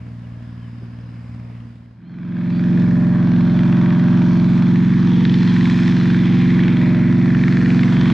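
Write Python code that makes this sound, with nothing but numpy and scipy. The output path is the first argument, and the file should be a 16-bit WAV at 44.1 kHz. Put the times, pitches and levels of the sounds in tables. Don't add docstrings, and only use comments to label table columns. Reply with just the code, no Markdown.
import sys
import numpy as np
from scipy import signal
from scipy.fft import rfft, irfft, next_fast_len
from scipy.io import wavfile
from scipy.ndimage import map_coordinates

SR = 44100
rng = np.random.default_rng(int(sys.argv[2]) if len(sys.argv) > 2 else 0)


def wav_out(sig):
    wavfile.write(sys.argv[1], SR, np.round(np.clip(np.atleast_2d(sig).T, -1, 1) * 32767).astype(np.int16))


N = 358533
TIME = np.arange(N) / SR
HZ = np.fft.rfftfreq(N, 1 / SR)

# multiple_of_cycle, relative_db
NEAR_ORDERS = [(2, -34), (3, -18), (4, -26.5), (5, -6.5), (6, -2), (7, -4), (8, 2.5), (9, -7.5), (10, -5),
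               (11, -2), (12, -12.5), (13, -15.5), (14, -16), (15, -11), (16, -22), (18, -30.5),
               (19, -27.5), (21, -32), (22, -36.5), (27, -26.5), (29, -39), (30, -39), (32, -39), (35, -35),
               (36, -40), (42, -41), (43, -40)]
FAR_ORDERS = [(3, -14), (4, -7), (6, 6), (7, -20.5), (8, -14.5), (9, -3), (10, -14), (12, -3.5),
              (13, -19.5), (14, -27.5), (15, -15), (18, -26), (32, -34.5), (86, -31)]
# place_cycles, pulse_db, gas_burst_db
FIRINGS = [(-.015, .3, 2), (.123, -4.4, -5), (.255, 2.3, -2), (.393, -1.6, -2), (.482, 0, -2),
           (.612, -.1, -4), (.735, 2.7, -3), (.854, .5, -5)]
# place_cycles, pulse_db
BLADES = [(0, 0), (1 / 3, -1), (2 / 3, -2)]
# time_s, firing_note_db, next_order_db
BEAMED_NOTES = [(2.6, 4, 5.5), (3.2, 1.14, 1.5), (4.9, 1.96, 4.5), (6.7, 0, -4), (7.05, -1.5, -3.5),
                (7.5, -1.5, 1.5), (8.1, -1.5, -1)]
# time_s, gain_db
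OVERTONE_RIDE = [(2.3, -8), (2.75, 0), (3.9, -.5), (4.5, -3.5), (5.1, -13), (5.8, -2), (6.5, -11),
                 (6.95, -5), (7.4, -10), (8.1, -8)]
# frequency_hz, gain_db
NEAR_RASP_EQ = [(300, -31.5), (450, -5), (600, -1), (740, -3.5), (950, 4.5), (1230, 4.5), (1640, 1.5),
                (2350, 2), (2850, -9.5), (3650, -11.5), (5900, -25), (7600, -35), (9800, -48.5),
                (12000, -65.5)]
FAR_RASP_EQ = [(220, -32.5), (380, -3), (500, 0), (581, -3), (618, -2.5), (850, -6.5), (1050, -3),
               (1280, -7.5), (1680, -6.5), (1900, -8), (2240, -9), (4290, -21.5), (4980, -19.5),
               (5710, -28), (7520, -33), (9780, -39), (16500, -120)]
# frequency_hz, likeness (1 is mono)
NEAR_LIKENESS = [(400, 0.42), (950, 0.95), (2200, 0.97), (5000, 0.98), (7000, .88), (10000, .4)]
FAR_LIKENESS = [(400, 0.15), (1000, 0.16), (2000, 0.81), (5000, 0.24)]
# frequency_hz, gain_db
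NEAR_CHURN_EQ = [(20, -33), (40, -23.5), (65, -11.5), (120, -3), (230, -2.5), (330, -7.5), (450, -19.5),
                 (700, -22.5), (1500, -80)]
FAR_CHURN_EQ = [(20, -33.5), (40, 1.5), (70, 12), (130, 6), (230, 13), (330, -1), (450, -64), (1200, -41.5)]
# time_s, pitch_hz, added_gain
EXHAUST_RESONANCE = [(2.5, 1600, .5), (3.1, 1750, 1.3), (3.55, 1520, .7), (3.9, 1620, .8), (4.4, 1560, .6),
                     (5.1, 1780, .4), (6.0, 1880, .5), (6.5, 2170, 1.3), (7.05, 2060, 1.4),
                     (7.35, 1740, 1.1), (7.75, 1780, .7), (8.1, 1900, .3)]
# time_s, level_db
HUM_RIDE = [(2.65, -43.5), (3.6, -41.5), (4.5, -45.5), (5.15, -53), (5.85, -46), (6.4, -48), (7.0, -42),
            (7.5, -45.5), (8.1, -41)]
RASP_RIDE = [(2.45, -41.5), (3.05, -45), (3.85, -40), (4.799, -40.5), (5.602, -39), (6.5, -40),
             (7.151, -44), (7.5, -42.5), (8.101, -38)]
BARK_RIDE = [(2.6, -38), (2.9, -42.5), (3.4, -42.5), (3.85, -38.5), (4.3, -41), (4.95, -39.5),
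             (5.85, -34.5), (6.65, -37.5), (7.15, -38.5), (7.32, -37), (7.7, -33.5), (8.1, -32)]
TREBLE_RIDE = [(2.6, -49.5), (3.0, -55.5), (3.6, -47.5), (4.3, -49.5), (4.95, -47), (5.2, -40.5),
               (5.75, -41), (6.2, -43.5), (6.6, -43), (7.15, -50.5), (7.6, -48), (8.05, -40.5)]
HISS_RIDE = [(2.701, -57), (3.099, -58.5), (3.5, -56), (4.4, -53.5), (4.9, -54.5), (5.3, -50), (5.8, -46),
             (6.2, -50), (6.7, -53.5), (7.18, -55), (7.42, -50), (8.05, -48.5)]
# frequency_hz, gain_db
KNOCK_EQ = [(600, -25), (950, -3), (1250, -2), (1600, 5), (2300, 5), (2800, -5), (4000, -40), (7000, -100)]
TICK_EQ = [(2000, -30), (2900, -3), (3600, 0), (4500, -7), (6000, -19), (7600, -37), (10000, -68),
           (13000, -80)]
# time_s, knock_db, tick_db
HARD_CRACKS = [(3.5921, -29, -37), (3.7272, -28, -49), (3.8605, -27, -44), (3.9058, -28, -44),
               (3.9974, -31, -43), (5.2528, -24.5, -28.5), (5.297, -30.5, -29), (5.3427, -28.5, -29),
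               (5.476, -26, -33), (5.565, -26.5, -40), (5.6104, -25.5, -34), (5.6562, -24.5, -36),
               (5.79, -27, -39), (5.88, -25.5, -36), (5.924, -26.5, -39), (6.1029, -25, -37.5),
               (6.506, -29, -38), (6.593, -24, -41), (6.682, -29, -37), (6.817, -32, -46),
               (7.3048, -26, -44.5), (7.3493, -23.5, -44.5), (7.438, -21.5, -36), (7.482, -24, -44),
               (7.5255, -24, -41), (7.5714, -20, -40), (7.661, -23, -38), (7.7046, -24, -36),
               (7.7933, -23.5, -34), (7.834, -23, -34), (7.925, -35, -35), (8.0126, -25.5, -28),
               (8.1013, -25.5, -39.5)]
# start_s, length_s, start_pitch_hz, end_pitch_hz, arch_hz, harmonic_3_db, harmonic_4_db
CHIRPS = [(0.204, 0.073, 983, 943, 20, -66, -82), (.55, .13, 1040, 960, 50, -60, -78),
          (1.49, 0.075, 887, 867, 33, -66, -80), (2.015, .19, 945, 930, 145, -67, -67),
          (2.47, 0.18, 1095, 1115, 40, -56, -54)]
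# frequency_hz, left_over_right_db
PORT_BALANCE = [(110, 0.4), (180, -0.8), (245, -2.5), (335, -1.5), (470, -5), (600, 0.5), (2400, -0.5),
                (2900, 4.5), (3500, 0)]
# frequency_hz, left_lead_rad
PORT_PHASE = [(60, 0.011), (115, -0.17), (180, -0.25), (335, 0.13), (600, -0), (2400, 0.13), (2900, 0.034),
              (3500, 0.0066), (5000, 0.52), (6500, -0.2)]

MIDWAY_S = 5.3
BUMP_S = .84


def near_plane(drone_db=-12, drone_db_per_s=.35, overtone_order=27):
    cycles = engine_cycles(rate_hz=22.327, hz_per_s=.0945, wobble_cycles=.0005)
    boosts_db = dict(enumerate(curves(BEAMED_NOTES), start=len(FIRINGS)))
    boosts_db[overtone_order] = curves(OVERTONE_RIDE)[0]
    engine = drone(cycles, NEAR_ORDERS, FIRINGS, boosts_db, waver=.12, waver_hz=8)
    engine += amp(-21) * slipstream(NEAR_CHURN_EQ)
    gas = exhaust_rasp(cycles, NEAR_RASP_EQ, NEAR_LIKENESS, wash=.55, ring=.42)
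    ring_hz, ring_gain = curves(EXHAUST_RESONANCE)
    gas += ring_gain * resonate(gas, ring_hz, width_hz=380)
    gas = moving_air(ground_echo(gas), depth_db=1.6, rate_hz=6)
    mix = engine + amp(-23) * unit_rms(gas)
    faders_db = [drone_db + drone_db_per_s * (TIME - MIDWAY_S)]
    faders_db += [curves(ride)[0] for ride in (HUM_RIDE, RASP_RIDE, BARK_RIDE, TREBLE_RIDE, HISS_RIDE)]
    crossovers_hz = [0, 555, 760, 1300, 2900, 4200, SR]
    body = sum(amp(db) * unit_rms(filtered(mix, band(lo_hz, hi_hz) ** 2))
               for db, lo_hz, hi_hz in zip(faders_db, crossovers_hz, crossovers_hz[1:]))
    return body + cylinder_cracks(cycles)


def far_plane(drone_db=-32, rasp_db=-50.5, swell_db=4.5):
    cycles = engine_cycles(rate_hz=19.41, hz_per_s=-.027, wobble_cycles=.005)
    ringing = swell(peak_s=.5, width_s=.25)
    engine = drone(cycles, FAR_ORDERS, BLADES, boosts_db={32: 7 * ringing}, waver=.13, waver_hz=9)
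    engine += amp(-12) * slipstream(FAR_CHURN_EQ)
    gas = exhaust_rasp(cycles, FAR_RASP_EQ, FAR_LIKENESS, wash=1, ring=.1)
    gas = moving_air(gas, depth_db=1.5, rate_hz=12)
    ring = amp(-61) * ringing * narrow_noise(hz=1670, width_hz=70)
    engine_db = drone_db + swell_db * swell(BUMP_S, width_s=.012)
    return amp(engine_db) * unit_rms(engine) + amp(rasp_db) * unit_rms(gas) + ring


def engine_cycles(rate_hz, hz_per_s, wobble_cycles, anchor_s=5.2525):
    t = TIME - anchor_s
    return rate_hz * t + hz_per_s * t ** 2 / 2 + wobble_cycles * drift(22)


def drone(cycles, orders, pulses, boosts_db, waver, waver_hz):
    place, pulse_db = np.transpose(pulses)[:2]
    out = np.zeros(N)
    for order, db in orders:
        phase = np.angle(np.sum(amp(pulse_db) * np.exp(-2j * np.pi * order * place)))
        unsteady = 1 + min(waver * amp(-.4 * db), .25) * drift(waver_hz)
        fading_db = 3.5 * (order > 20) * drift(2.5)
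        blur_rad = .35 * np.clip(order / 20 - .7, 0, 2) * drift(11)
        gain = amp(db + boosts_db.get(order, 0) + fading_db) * unsteady
        out += gain * np.cos(2 * np.pi * order * cycles + phase + blur_rad)
    return unit_rms(out)


def exhaust_rasp(cycles, eq, stereo_likeness, wash, ring):
    power = wash ** 2
    for place, _, burst_db in FIRINGS:
        power += (amp(burst_db) * gas_bursts(cycles - place)) ** 2
    envelope = np.sqrt(power)
    mid, side = envelope * rng.standard_normal((2, N))
    likeness = np.clip(eq_curve(stereo_likeness), 0, .999)
    side = filtered(side, np.sqrt((1 - likeness) / (1 + likeness)))
    mid += ring * envelope * pipe_ring(cycles)
    return filtered(np.array([mid + side, mid - side]), amp(eq_curve(eq)))


def gas_bursts(cycles, rise_cycles=.045, decay_cycles=.1, uneven_db=4):
    number, age = np.divmod(cycles + rise_cycles, 1)
    force = amp(uneven_db * rng.uniform(-1, 1, 256))[number.astype(int)]
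    attack = np.minimum(age / rise_cycles, 1)
    return force * attack * np.exp(-np.maximum(age - rise_cycles, 0) / decay_cycles)


def pipe_ring(cycles, memory=.86, size=256):
    noise_by_cycle = signal.lfilter([1], [1, -memory], rng.standard_normal((size, size)), axis=0)
    playhead = (cycles - cycles[0] + 10) * size
    return unit_rms(map_coordinates(noise_by_cycle.ravel(), [playhead], order=3))


def cylinder_cracks(cycles, scatter_db=2.5, knock_db_per_s=.5, tick_hz=3580):
    times = np.interp(np.arange(np.ceil(cycles[0]), cycles[-1]), cycles, TIME)
    force_db, tilt_db = scatter_db * rng.uniform(-1, 1, (2, len(times)))
    knock_db = np.interp(times, *np.transpose(BARK_RIDE)) + 3.5 + force_db + tilt_db / 2
    tick_db = np.interp(times, *np.transpose(TREBLE_RIDE)) + .6 + force_db - tilt_db / 2
    knock_db += knock_db_per_s * (times - MIDWAY_S)
    for time_s, hard_knock_db, hard_tick_db in HARD_CRACKS:
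        nearest = np.argmin(abs(times - time_s))
        times[nearest], knock_db[nearest], tick_db[nearest] = time_s, hard_knock_db, hard_tick_db
    knock_detune, tick_detune = 1 + .05 * rng.standard_normal((2, len(times)))
    knocks_hz = knock_detune * np.interp(times, TIME, curves(EXHAUST_RESONANCE)[0])
    ticks_hz = tick_detune * tick_hz
    knocks = puffs(times, knock_db, KNOCK_EQ, knocks_hz, ring=1.3, width_hz=200,
                   rise_s=.0012, decay_s=.0019)
    ticks = puffs(times, tick_db, TICK_EQ, ticks_hz, ring=.7, width_hz=250, rise_s=.0015, decay_s=.002)
    return knocks + ticks


def puffs(times, levels_db, eq, rings_hz, ring, width_hz, rise_s, decay_s, size=2048):
    t = (np.arange(size) - size // 2) / SR
    hz = np.fft.rfftfreq(size, 1 / SR)
    envelope = np.exp(np.where(t < 0, -(t / rise_s) ** 2, -t / decay_s))
    resonance = 1 + ring / (1 + 2j * (hz - rings_hz[:, None]) / width_hz)
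    colour = np.interp(hz, HZ, amp(eq_curve(eq))) * resonance
    bursts = envelope * rng.standard_normal((len(times), size))
    hits = irfft(rfft(bursts) * colour) * np.hanning(size)
    out = np.zeros(N + size)
    for time_s, db, hit in zip(times, levels_db, hits):
        at = min(round(time_s * SR), N)
        out[at:at + size] += amp(db) * hit * np.sqrt(.003 * SR / np.sum(hit ** 2))
    return out[size // 2:][:N]


def slipstream(eq):
    return unit_rms(filtered(rng.standard_normal(N), amp(eq_curve(eq))))


def ground_echo(x, gain=.23, delay_s=.00119):
    return filtered(x, abs(1 + gain * np.exp(-2j * np.pi * HZ * delay_s)))


def moving_air(x, depth_db, rate_hz, bands=16):
    position = np.interp(HZ, [700, 7000], [0, bands - 1])
    slices = (filtered(x, np.maximum(1 - abs(position - k), 0)) for k in range(bands))
    return sum(amp(depth_db * drift(rate_hz)) * part for part in slices)


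def bump(level_db=-48):
    thud = unit_rms(filtered(rng.standard_normal(N), band(290, 400)))
    return amp(level_db) * swell(BUMP_S, width_s=.033) * thud


def bird(trill=.025, broken_db=4):
    out = np.zeros(N)
    for start_s, length_s, start_hz, end_hz, arch_hz, third_db, fourth_db in CHIRPS:
        progress = np.clip((TIME - start_s) / length_s, 0, 1)
        arch = np.sin(np.pi * progress)
        glide_hz = start_hz + (end_hz - start_hz) * progress + arch_hz * arch
        phase = 2 * np.pi * np.cumsum(glide_hz * (1 + trill * drift(700))) / SR
        for harmonic, db in ((3, third_db), (4, fourth_db)):
            out += amp(db + broken_db * drift(90)) * arch * np.sin(harmonic * phase)
    return out


def insect(throb=.42, throb_hz=19):
    strokes = np.sin(2 * np.pi * throb_hz * TIME + drift(6))
    level_db = -86.5 + 15 * swell(peak_s=1, width_s=.77)
    return amp(level_db) * narrow_noise(hz=5020, width_hz=130) * (1 + throb * strokes)


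def amp(db):
    return 10 ** (np.asarray(db) / 20)


def unit_rms(x):
    return x / np.sqrt(np.mean(x ** 2) + 1e-20)


def curves(rows):
    times, *columns = np.transpose(rows)
    return [np.interp(TIME, times, column) for column in columns]


def eq_curve(points):
    hz, value = np.transpose(points)
    return np.interp(np.log(HZ + 1), np.log(hz + 1), value)


def filtered(x, gain, edge=2048):
    x = np.pad(x, [(0, 0)] * (x.ndim - 1) + [(edge, edge)], "reflect", reflect_type="odd")
    size = next_fast_len(N + 2 * edge, True)
    response = np.interp(np.fft.rfftfreq(size, 1 / SR), HZ, gain)
    return irfft(rfft(x, size) * response, size)[..., edge:edge + N]


def band(lo_hz, hi_hz):
    return ((1 + (lo_hz / (HZ + 1)) ** 20) * (1 + (HZ / hi_hz) ** 20)) ** -.5


def resonate(x, hz, width_hz):
    carrier = np.exp(2j * np.pi * np.cumsum(hz) / SR)
    pole = np.exp(-np.pi * width_hz / SR)
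    return 2 * (carrier * signal.lfilter([1 - pole], [1, -pole], x / carrier)).real


def narrow_noise(hz, width_hz):
    return unit_rms(filtered(rng.standard_normal(N), 1 / (1 + ((HZ - hz) / width_hz) ** 2)))


def drift(rate_hz):
    knots = rng.standard_normal(4096)
    return np.interp(TIME * rate_hz, np.arange(len(knots)), knots)


def swell(peak_s, width_s):
    return np.exp(-((TIME - peak_s) / width_s) ** 2)


def fade(silent_s, full_s):
    return np.clip((TIME - silent_s) / (full_s - silent_s), 0, 1) ** 1.74


def scene():
    far = (far_plane() + bump() + insect()) * fade(silent_s=2.34, full_s=1.57)
    near = near_plane() * fade(silent_s=1.866, full_s=2.813)
    return far + near + bird()


def record(dry, top_hz=13000, end_fade_s=.003):
    ports = amp(eq_curve(PORT_BALANCE) / 2) * np.exp(.5j * eq_curve(PORT_PHASE))
    pair = np.array([filtered(dry[0], ports), filtered(dry[1], 1 / ports)])
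    ends = np.minimum(np.minimum(TIME, TIME[-1] - TIME) / end_fade_s, 1)
    return ends * filtered(pair, band(0, top_hz) ** 4)


dry = scene()
out = record(dry)
wav_out(out)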